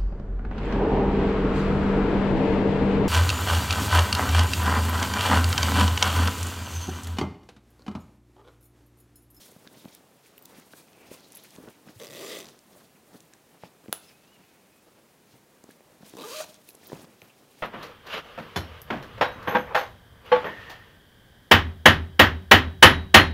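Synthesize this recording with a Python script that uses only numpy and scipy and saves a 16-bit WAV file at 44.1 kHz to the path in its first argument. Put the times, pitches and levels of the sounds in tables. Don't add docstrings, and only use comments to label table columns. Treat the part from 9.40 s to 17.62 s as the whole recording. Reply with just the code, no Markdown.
import sys
import numpy as np
from scipy import signal
from scipy.fft import rfft, irfft, next_fast_len
from scipy.io import wavfile
from scipy.ndimage import uniform_filter1d

SR = 44100
rng = np.random.default_rng(int(sys.argv[2]) if len(sys.argv) > 2 else 0)


def linear_from_db(decibels):
    return 10 ** (np.asarray(decibels, float) / 20)


def transcribe(signal):
    frames = np.atleast_2d(signal).T
    limited = np.clip(frames, -1, 1)
    pcm = np.round(limited * 32767).astype(np.int16)
    wavfile.write(sys.argv[1], SR, pcm)


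N = 362590


def in_time(rows):
    s, *columns = np.transpose(rows)
    return [np.interp(np.arange(N) / SR, s, c) for c in columns]


def during(rows):
    t = np.arange(N) / SR
    return np.clip(np.minimum(t - rows[0][0], rows[-1][0] - t) / .003 + 1, 0, 1)


def hump(s, half):
    return np.clip(1 - abs(np.arange(N) / SR - s) / half, 0, 1)


def rms_one(x):
    return x / np.sqrt(np.mean(x ** 2) + 1e-20)


def evened(x, gate):
    return gate * x / np.sqrt(uniform_filter1d(x ** 2, size=1600) + 1e-12)


def colour(x, points):
    hz, db = np.transpose(points)
    size = next_fast_len(N)
    grid = np.maximum(np.arange(size // 2 + 1) * SR / size, 1)
    gain = linear_from_db(np.interp(np.log(grid), np.log(hz), db))
    return irfft(rfft(x, size) * gain, size)[:N]


def drift(rate):
    r = np.exp(-32 * np.pi * rate / SR)
    noise = rng.standard_normal(N // 16 + 1002)
    slow = signal.lfilter([1], [1, -2 * r, r * r], noise)[1000:]
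    return np.interp(np.arange(N) / 16, np.arange(len(slow)), rms_one(slow))


def resonate(x, peaks):
    out = 0
    for k, (hz, width, level_db) in enumerate(peaks):
        r = np.exp(-np.pi * width / SR)
        a = [1, -2 * r * np.cos(2 * np.pi * hz / SR), r * r]
        b = np.array([1, 0, -1]) * (1 - r * r) / 2
        out = out + (-1) ** k * linear_from_db(level_db) * signal.lfilter(b, a, x + 1e-18)
    return out


def ring(hz, t60, rise):
    t = np.arange(int(t60 * SR)) / SR
    return np.sin(2 * np.pi * hz * t) * linear_from_db(-60 * t / t60) * (1 - np.exp(-t / rise))


def add(out, s, sound):
    i = max(round(s * SR), 0)
    out[i:i + len(sound)] += sound[:N - i]


EDGE_DB, RISE_SHARE, FLAT_TOP = 13, 1.04, 1.14


def swell(s, length, peak_db):
    late = (np.arange(0, N, 16) / SR - s) / max(length, .01)
    return linear_from_db(peak_db - EDGE_DB * np.maximum(late, -late / RISE_SHARE) ** FLAT_TOP) ** 2


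def full(power):
    return np.interp(np.arange(N) / 16, np.arange(len(power)), np.sqrt(power))


# frequency in Hz, density in dB per Hz.
HISS = [(13, -43), (24, -28), (44, -15.5), (160, -1.5), (464, -3), (1250, -12), (5490, -18.5), (15600, -22)]
HISS_DB = -60.5


def hiss():
    return linear_from_db(HISS_DB - 0.43) * rms_one(colour(rng.standard_normal(N), HISS))


# peak time in seconds, length in seconds, peak
# in dB, grain (0 coarse, 1 middling, 2 fine, up to 3 finest).
STROKES = [(0.032, 0.13, -51.5, 2.4), (0.426, 0.2, -58.5, 1.65), (0.537, 0.034, -57.5, 1.6),
           (0.87, 0.063, -60, 1.3), (1.175, 0.16, -57.5, 1.35), (1.327, .03, -55, 2.9),
           (1.382, .11, -53, 2.9), (1.735, 0.041, -54, 1.9), (1.604, 0.17, -85, 0.044),
           (1.739, 0.24, -60.5, 1.05), (1.967, 0.035, -59, 0.72), (2.057, 0.22, -56, 1.47),
           (2.157, 0.035, -55, 2.8), (2.302, 0.061, -62.5, 0.45), (2.492, 0.074, -58, 2.1),
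           (2.593, .08, -58.5, 1.9), (3.087, 0.1, -61, 1.5), (3.375, 0.19, -61.5, 2.3),
           (3.77, 0.14, -61.5, 2.7), (4.25, 0.038, -55, 0.46), (4.588, 0.16, -62, 2.9),
           (4.683, 0.062, -57, 1.1), (4.927, 0.43, -68, 0.17), (5.925, 0.06, -62, 1.3),
           (6.31, 0.041, -58.5, 1.55), (6.702, 0.083, -53.5, 1.5), (7.068, 0.11, -54, 1.6),
           (7.292, 0.089, -59, 2.24), (7.43, .06, -59, 1.2), (7.537, .1, -55.5, 1.2),
           (7.613, .05, -60, 1.2), (7.843, 0.12, -60.5, 0.44), (8.21, 0.16, -60.5, 1.1)]
# peak time in seconds, length in seconds, peak in dB.
SHIFTS = [(0.293, 0.79, -59), (1.168, 0.21, -53), (1.38, 0.13, -57.5), (1.625, 0.27, -57.5),
          (1.71, 0.12, -51.5), (1.96, 0.24, -57), (2.201, 0.079, -49), (2.285, 0.028, -45.5),
          (2.5, 0.076, -51.5), (3.064, 0.13, -52), (3.382, 0.12, -55.5), (3.743, 0.098, -56),
          (4.267, 0.059, -52.5), (4.588, 0.35, -60), (6.274, 0.088, -53), (6.712, 0.27, -57),
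          (7.084, 0.16, -58), (7.345, 0.085, -57.5), (7.55, 0.2, -50.5), (7.848, 0.044, -50),
          (8.21, 0.16, -58.5)]
# frequency in Hz, density in dB per Hz.
RUMBLE = [(24, -58), (40, -23), (196, -3.5), (409, -7), (958, -13.5), (2000, -22.5), (2600, -101),
          (4400, -120)]
# frequency in Hz, density in dB per Hz.
LOW_RUB = [(800, -60), (1300, -7.5), (2150, -1), (2550, 0), (3000, -3.5), (4500, -49)]
# frequency in Hz, density in dB per Hz.
RUB = [(2200, -27), (3200, 4.5), (4000, 3.5), (5500, 1.5), (7000, -3), (9500, -57)]
# frequency in Hz, density in dB per Hz.
FINE = [(3500, -33), (6000, -5), (9000, 0), (13000, -2.5), (16000, -4)]
# levels in dB of rumble, low rub, rub and fine rub.
REST_DB = (-63.5, -73.5, -78.5, -70)
GRAIN_FOCUS_DB = 2


def lining():
    strokes = np.array([swell(*row[:3]) for row in STROKES])
    grain = np.array(STROKES)[:, 3]
    powers = [sum(swell(*row) for row in SHIFTS)]
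    for k in range(3):
        powers.append(linear_from_db(-GRAIN_FOCUS_DB * (grain - k) ** 2) ** 2 @ strokes)
    spectra, crackles = (RUMBLE, LOW_RUB, RUB, FINE), (0.49, 0.76, 0.33, 0.26)
    shared, out = drift(13.0), 0
    for power, rest_db, points, crackle in zip(powers, REST_DB, spectra, crackles):
        slips = rng.random(N) < 500 / SR
        sizes = linear_from_db(5.3 * np.minimum(rng.exponential(1, N), 3))
        grains = slips * sizes * rng.choice([-1, 1], N)
        noise = rng.standard_normal(N) + crackle * rms_one(grains)
        gain = full(power + linear_from_db(rest_db) ** 2)
        flicker = linear_from_db(-3.0 + 1.6 * shared + 2.44 * drift(30.5))
        out = out + gain * flicker * rms_one(colour(noise, points))
    return out


# start in seconds, level in dB,
# frequency in Hz, time to fall 60 dB in seconds.
KNOCKS = [(0.121, -40, 430, 0.021), (0.273, -36, 1660, 0.0063), (1.184, -38, 260, 0.038),
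          (1.335, -36, 1550, 0.014), (1.7137, -33.5, 610, 0.034), (2.203, -33, 380, 0.015),
          (2.2, -38.5, 260, 0.059), (2.238, -26, 390, 0.0094), (2.288, -48, 1200, 0.013),
          (2.56, -36, 107, 0.086), (2.486, -30.5, 1530, 0.0035), (3.936, -46, 1700, 0.015),
          (4.233, -33, 120, 0.023), (4.235, -40.5, 857, 0.048), (4.236, -40, 190, 0.065),
          (3.36, -49.5, 600, 0.13), (7.43, -50, 680, .04), (5.93, -47.5, 122, .1), (7.499, -41, 1730, .012),
          (7.519, -30.5, 980, 0.021), (7.555, -48, 2600, .03), (6.626, -44, 180, 0.051),
          (7.53, -40, 220, .06), (6.305, -46.5, 1650, 0.033), (6.836, -34.5, 1200, 0.07),
          (7.008, -31.5, 741, 0.035), (7.01, -41, 1400, .04), (7.022, -38, 1500, 0.034),
          (7.045, -49, 612, 0.49), (6.944, -42, 1210, .06), (2.614, -43, 450, 0.12),
          (7.819, -48, 104, 0.11), (7.289, -41.5, 2600, 0.016), (7.289, -44, 4030, 0.015),
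          (0.98, -37, 2860, 0.0052), (7.529, -34, 152, 0.11)]


def knocks():
    out = np.zeros(N)
    for s, level_db, hz, t60 in KNOCKS:
        add(out, s, linear_from_db(level_db) * ring(hz, t60, 0.49 / hz))
    return out


# peak time in seconds, peak in dB, frequency in Hz.
THUDS = [(0.166, -35, 196), (0.2711, -39.5, 258), (0.4462, -34.5, 332), (0.4576, -25.5, 242),
         (1.1235, -37.5, 483), (1.3364, -35.5, 604), (1.3405, -35.5, 330), (1.7157, -28.5, 400),
         (2.187, -33, 236), (2.278, -34.5, 310), (2.475, -33.5, 210), (2.494, -34, 298), (4.237, -28, 610),
         (4.461, -34.5, 505), (4.4863, -30, 267), (4.4957, -31.5, 207), (5.943, -41, 296),
         (6.243, -37, 366), (6.2925, -36, 348), (6.4075, -38, 606), (6.6335, -33, 212),
         (6.7391, -32.5, 364), (6.7546, -34, 330.0), (7.2926, -44, 380.0), (7.501, -33.5, 380.0),
         (7.5206, -23, 524), (7.532, -22.5, 407), (7.5966, -33, 337), (7.8226, -36, 590), (8.176, -43, 297),
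         (0.374, -41, 220), (0.48, -39, 210), (6.61, -44, 190), (6.648, -43, 230), (6.665, -44, 420),
         (7.3495, -41, 523), (7.415, -46, 380), (7.435, -47, 250), (7.54, -34, 260), (7.557, -40, 240),
         (7.646, -40, 600), (2.259, -41, 230), (2.282, -35, 420)]


def thuds():
    out, chance = np.zeros(N), rng.uniform(0, 1, (len(THUDS), 2))
    for (s, peak_db, hz), (a, b) in zip(THUDS, chance):
        low = ring(0.95 * hz, 4.0 / hz, 0.43 / hz)
        overtone = ring((1.44 + a) * hz, 1.13 / hz, 0.00014) * np.sign(b - .5)
        add(out, s - 0.61 / hz, 2.08 * linear_from_db(peak_db) * low)
        add(out, s - 0.402 / hz, 1.07 * linear_from_db(peak_db) * overtone)
    return out


# time in seconds, peak in dB, centre in
# Hz.
TICKS = [(0.2754, -43, 2300), (0.4523, -50, 2900), (.5503, -42, 11000), (0.8673, -54, 6800),
         (1.057, -42, 9000), (1.0575, -49, 2800), (1.199, -50, 7200), (1.335, -50, 2080),
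         (1.922, -43, 8100), (1.9316, -51, 6600), (1.951, -45, 10900), (1.9595, -45, 8900),
         (2.489, -50.5, 1900), (2.107, -49, 5340), (2.1629, -47.5, 4400), (2.2872, -50, 2600),
         (2.6, -56, 3500), (3.0567, -44, 4200), (3.069, -46, 3606), (3.088, -45, 4030), (3.1912, -50, 4830),
         (3.8056, -48, 4800), (3.937, -47, 4800), (6.2403, -48.5, 7000), (6.311, -51.5, 9700),
         (6.697, -48, 8700), (6.7516, -52, 4650), (7.144, -47, 4750), (7.2917, -51, 8500),
         (7.3524, -46.5, 7300), (7.8189, -41, 1940), (0.268, -53, 1300), (0.4855, -55, 1800),
         (1.485, -55, 2500), (1.532, -53.5, 3500), (1.708, -59, 8000), (1.8072, -55, 7500),
         (1.9043, -57, 5000), (2.478, -55, 2000), (3.0952, -50, 5000), (3.085, -51, 3500),
         (4.459, -58.5, 1800), (4.482, -50, 2000), (6.626, -52.5, 900), (6.646, -58, 2498),
         (6.736, -52, 2200), (7.3065, -51, 3500), (7.528, -53, 6000), (7.5315, -56, 4000),
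         (7.546, -56, 3800), (7.550, -53, 7000), (7.582, -58, 3000), (7.646, -56, 3300), (7.651, -58, 3500),
         (7.822, -58, 13000)]


def ticks():
    out, t = np.zeros(N), np.arange(400) / SR
    white = rng.standard_normal((len(TICKS), 400))
    white[:, 0] = 1.5
    for (s, peak_db, hz), noise in zip(TICKS, white):
        band = [(hz, 1.25 * hz, 0)]
        burst = resonate(resonate(noise * np.exp(-t / 0.0011), band), band)
        add(out, s - .0008, 1.08 * linear_from_db(peak_db) * burst / np.sqrt(np.mean(burst[:50] ** 2)))
    return out


# peak time in seconds, length in seconds, peak in dB, frequency in Hz, width in Hz.
SWISHES = [(1.63, 0.15, -62.5, 2440, 650), (2.737, 0.097, -55, 137, 60), (4.686, 0.032, -62, 5160, 300),
           (6.977, 0.064, -46, 4300, 900), (7.904, 0.011, -55.5, 2730, 704), (0.39, .1, -64.5, 3500, 1200),
           (1.4, .05, -65, 2450, 400), (0.57, 0.022, -64, 3700, 1500), (1.84, .06, -62, 4300, 900),
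           (7.835, .04, -63, 13000, 3400)]


def swishes():
    out, white = np.zeros(N), rng.standard_normal((len(SWISHES), SR))
    for (s, length, db, hz, width), noise in zip(SWISHES, white):
        i = max(round((s - .5) * SR), 0)
        gain = full(swell(s, length, db))[i:i + SR]
        band = [(hz, width, 0)]
        song = rms_one(resonate(resonate(noise, band), band))
        add(out, i / SR, gain * song[:len(gain)])
    return out


# time in seconds, upper ring in dB, lower ring in dB.
JINGLES = [(0.9792, -39, -57), (.99, -50, -70), (1.024, -43, -70), (1.036, -50, -75), (1.0525, -44, -75),
           (1.0665, -52, -70), (1.9516, -51, -42), (1.9584, -47, -52), (1.9707, -37, -45.5),
           (2.0363, -42, -50), (7.289, -34, -52), (7.2984, -49, -51), (7.3154, -61, -56),
           (7.3304, -56, -52), (7.3064, -48, -63), (7.3482, -59, -50), (7.4694, -38, -56),
           (7.4764, -43, -62)]
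# frequency in Hz, time to fall 60 dB in seconds.
TAB = [(11260, 0.025), (11370, 0.067), (14350, 0.016), (14800, 0.017)]


def tab():
    out, chance = np.zeros(N), rng.normal(0, 3.4, (len(JINGLES), 4))
    fade = np.exp(-np.arange(199) / (0.0011 * SR))
    clicks = np.diff(rng.standard_normal((len(JINGLES), 200))) * fade
    for (s, high_db, low_db), spread_db, click in zip(JINGLES, chance, clicks):
        add(out, s, linear_from_db(high_db - 7.0) * click)
        levels_db = np.array([low_db, low_db - 24, high_db - 5, high_db - 10]) + spread_db
        for (hz, t60), level_db in zip(TAB, levels_db):
            add(out, s, linear_from_db(level_db + 5.5) * ring(hz, t60, .0007))
    return out


# time in seconds, teeth per second, unevenness 0-1, force in dB.
OPENING = [(2.599, 200, 0.38, -50.5), (2.655, 178.4, 0.23, -46.5), (2.685, 93.6, 0.29, -51.5),
           (2.755, 219.9, 0.18, -45.5), (2.80, 324.4, 0.18, -45.5), (2.85, 401.4, 0.26, -44),
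           (2.92, 404.3, .35, -40.5), (2.995, 320, 0.34, -43), (3.05, 289.5, 0.3, -55)]
# time in seconds, teeth per second, unevenness 0-1, force in dB.
CLOSING = [(6.769, 235.2, 0.099, -52), (6.822, 299.6, 0.24, -45), (6.857, 444.3, 0.092, -47),
           (6.875, 475, .1, -46), (6.903, 472, 0.14, -42.5), (6.95, 609, .07, -41),
           (7.007, 618, 0.052, -38.5), (7.028, 674.3, 0.11, -43.5), (7.047, 660, 0.5, -49.5)]
# time in seconds, extra level in dB.
CREEP = [
    [(2.599, -2), (2.6028, -2), (2.611, -4), (2.6158, 1), (2.6202, -3), (2.6243, 1), (2.6347, 3),
     (2.6415, -1), (2.6462, 0), (2.6532, -4), (2.6581, 0), (2.6695, 3), (2.6783, -2), (2.6873, -2),
     (2.700, 1), (2.7069, 3), (2.7142, 1), (2.7221, 0), (2.7297, 2), (2.7355, -2), (2.7386, -4),
     (2.7434, 0), (2.749, 3), (2.7545, -1), (2.7578, -1), (2.761, -4), (2.7662, 5), (2.7695, 2),
     (2.7735, -4), (2.7784, 5), (2.7824, 0), (2.7858, 0), (2.7909, 4), (2.7935, 2), (2.7965, 4),
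     (2.998, -2), (3.0027, 5), (3.0084, 2), (3.0137, -1), (3.0175, 3), (3.0264, 2), (3.0292, 1),
     (3.0352, -5), (3.0378, -1), (3.0442, 5), (3.0468, -2)],
    [(6.769, 4), (6.7738, -2), (6.7785, -3), (6.7845, 1), (6.7885, 1), (6.7953, -3), (6.7998, -1),
     (6.8095, 1), (6.8135, -2), (6.8183, -1), (6.8215, 1), (6.8265, -4), (6.8311, -1)],
]
# frequency in Hz, width in Hz, level in dB.
BAG = [
    [(352, 463, 4.5), (519, 204, 9.5), (638, 60, 4.5), (1200, 86, -6)],
    [(247, 164, 2.5), (477, 60, 7.5), (609, 33, 5.5), (1044, 340, 0.5), (1200, 90, 0.5)],
]
# frequency in Hz, width in Hz, level in dB.
SLIDER = [
    [(1970, 210, -9.5), (2600, 177, -19), (3500, 760, -13), (4840, 400, -16.5), (6000, 320, -14),
     (7170, 320, -20), (8300, 500, -20.5), (13000, 6200, -20.5)],
    [(1550, 220, -3.5), (2600, 500, -9), (3810, 500, -8), (4650, 480, -12), (6300, 1700, -12.5),
     (3150, 250, -12), (8400, 920, -12), (10100, 710, -15), (13000, 3800, -15)],
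]
# frequency in Hz, density in dB per Hz.
TEETH = [(710, -45), (1200, 1.5), (1510, -9.5), (2010, -4), (3890, -4), (15800, -10.5)]
# time in seconds, extra level in dB, half
# length in seconds.
WALL_SWELLS = [(2.615, 7, 0.044), (2.824, 6, 0.051), (6.789, 8.5, 0.051), (6.859, 9, 0.024),
               (7.006, 12, 0.0088)]
# time in seconds, half length in seconds, extra level in dB, resonance by letter in table order.
GRIP = [(2.625, .04, 9, "e"), (2.76, 0.054, 7, "e"), (2.86, .04, 6, "e"), (2.99, .04, 4, "e"),
        (2.775, .04, 5, "c"), (2.935, .06, 9, "c"), (2.91, 0.081, 8, "d"), (2.76, .03, -10, "d"),
        (2.715, .03, 4, "a"), (2.93, .06, 9, "a"), (2.74, .03, 6, "b"), (2.86, 0.044, 13, "f"),
        (2.79, .04, 7, "g"), (6.80, .04, 11, "c"), (6.92, .05, 7, "d"), (6.975, 0.048, 9, "c"),
        (6.97, 0.02, 2, "b"), (6.90, .05, 5, "e"), (7.02, .03, 10, "e"), (6.82, .025, 14, "f")]
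CREEP_REACH_S = .0065
WALL_DB, SCRAPE, SCRAPE_PER_UNEVEN = -1, 0.0015, 0.46
SLIDER_RING, RING_WANDER_DB = 7, 1.5


def pull(motion, creep, bag, slider):
    rate, uneven, teeth_db = in_time(motion)
    gate, t = during(motion), np.arange(N) / SR
    body_db = teeth_db + WALL_DB + sum(db * hump(s, half) for s, db, half in WALL_SWELLS)

    moving = (t > motion[0][0]) * gate
    speed = moving * rate * np.exp(0.49 * uneven * drift(120))
    passed = np.cumsum(speed) / SR + (moving > 0)
    hit = np.diff(np.floor(passed), prepend=0) > 0
    creep_db, free = np.zeros(N), np.ones(N)
    for s, extra_db in creep:
        hit[round((s - CREEP_REACH_S) * SR):round((s + CREEP_REACH_S) * SR)] = False
        creep_db[round(s * SR)] = extra_db
        free[round(s * SR)] = 0
    hit[free == 0] = True

    tooth = np.cumsum(hit)
    chance = rng.standard_normal((600, 1 + len(slider)))[tooth].T
    side_db = 0.31 * (-1) ** tooth
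    kicks = hit * linear_from_db(creep_db + 9.7 * free * uneven * chance[0] + side_db)

    white = rng.standard_normal((2, N))
    decay = np.exp(-1 / (0.0013 * SR))
    bursts = evened(signal.lfilter([1], [1, -decay], kicks + 1e-18), gate)
    scratch = white[0] * (bursts + SCRAPE * rate + SCRAPE_PER_UNEVEN * uneven)
    rings, on = np.zeros(N), gate > 0
    for name, peak, own in zip("abcdefghi", slider, chance[1:]):
        freed_db = sum(db * hump(s, half) for s, half, db, which in GRIP if which == name)
        ring_db = 2.1 * own + freed_db + RING_WANDER_DB * drift(5.9)
        rings[on] += resonate((scratch * linear_from_db(ring_db))[on], [peak])
    teeth = colour(scratch + SLIDER_RING * rings, TEETH)

    body = evened(resonate(kicks, bag), gate) + 3.8 * uneven * rms_one(resonate(white[1], bag))
    return linear_from_db(body_db) * evened(body, gate) + linear_from_db(teeth_db) * evened(teeth, gate)


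# time in seconds, ring in dB.
RATTLES = [(4.5273, -36), (4.536, -31), (4.5455, -36), (4.5565, -41), (4.5605, -41), (4.567, -45),
           (4.575, -45), (4.6, -52)]
# frequency in Hz, level in dB, time to fall 60 dB in seconds.
STUD = [(2950, -8, .018), (9800, -9, .03), (10000, -15, .06), (10460, -7, .05), (10250, -6, .025),
        (12600, -13, .022), (13650, -14, .03), (15000, -12, .02)]
# frequency in Hz, width in Hz, level in dB.
CRACK = [(330, 320, -6.5), (670, 360, -1.5), (1640, 510, -1), (2900, 600, -2.5), (6000, 5300, -15),
         (10110, 530, 1), (11470, 760, -9), (13760, 1200, -7), (15400, 300, -3), (15700, 400, -12)]
SNAP_S, SNAP_PEAK_DB = 4.52742, -8.3


def stud():
    out, click = np.zeros(N), np.zeros(900)
    chance = rng.normal(0, 1.7, (len(RATTLES), len(STUD)))
    t = np.arange(SR // 8) / SR
    noise = rng.standard_normal(len(t))
    click[0] = 1
    splinter = click + 0.088 * noise[:900] * np.exp(-t[:900] / 0.0017)
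    crack = resonate(splinter, CRACK[:3]) + resonate(splinter, CRACK[3:])
    add(out, SNAP_S, linear_from_db(SNAP_PEAK_DB) * crack / np.max(np.abs(crack)))
    add(out, SNAP_S + 0.0056, linear_from_db(-43.0) * noise * np.exp(-t / 0.024))
    grits = rng.standard_normal((len(RATTLES), 400)) * np.exp(-t[:400] / 0.0018)
    for (s, ring_db), spreads_db, grit in zip(RATTLES, chance, grits):
        add(out, s, linear_from_db(ring_db - 5.0) * resonate(grit, CRACK[2:]))
        for (hz, level_db, t60), spread_db in zip(STUD, spreads_db):
            add(out, s, linear_from_db(ring_db + level_db + spread_db) * ring(hz, t60, 0.00072))
    return out


# time in seconds, pitch in Hz, level in dB.
SQUEAK = [(4.6, 2620, -74), (4.655, 2730, -67), (4.72, 2500, -72), (4.80, 2560, -74), (4.86, 2700, -71),
          (4.932, 2950, -68), (5.04, 2560, -74), (5.12, 2500, -81), (5.4, 2510, -79)]


def squeak():
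    hz, level_db = in_time(SQUEAK)
    level = np.sqrt(2) * linear_from_db(level_db + 3.5 * drift(25))
    phase = 2 * np.pi * np.cumsum(hz + 25 * drift(60)) / SR
    return during(SQUEAK) * level * np.sin(phase)


ROOM_T60_S, ROOM_CUT_HZ, ROOM_DB = 0.45, 9000, -17


def room(x):
    t = np.arange(int(ROOM_T60_S * SR)) / SR
    tail = rng.standard_normal(SR)[:len(t)] * linear_from_db(-60 * t / ROOM_T60_S) * (t > .003)
    tail = signal.lfilter(*signal.butter(1, ROOM_CUT_HZ, fs=SR), tail)
    return linear_from_db(ROOM_DB) * signal.fftconvolve(x, tail / np.sqrt(np.sum(tail ** 2)))[:N]


BAG_LOW_HZ = 89


def scene():
    zipper = sum(map(pull, (OPENING, CLOSING), CREEP, BAG, SLIDER))
    hits = knocks() + thuds() + ticks() + tab() + zipper + stud()
    hits = signal.sosfilt(signal.butter(2, BAG_LOW_HZ, "high", fs=SR, output="sos"), hits)
    mono = hits + room(hits) + hiss() + lining() + swishes() + squeak()
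    return np.array([mono, mono])


def low_pass(x):
    return signal.sosfilt(signal.butter(12, 17100, fs=SR, output="sos"), x)


CUTOFF_HZ = 15850


def record(dry):
    top_cut = signal.ellip(10, .3, 70, CUTOFF_HZ, fs=SR, output="sos")
    return low_pass(signal.sosfilt(top_cut, dry))


dry = scene()
out = record(dry)
transcribe(out)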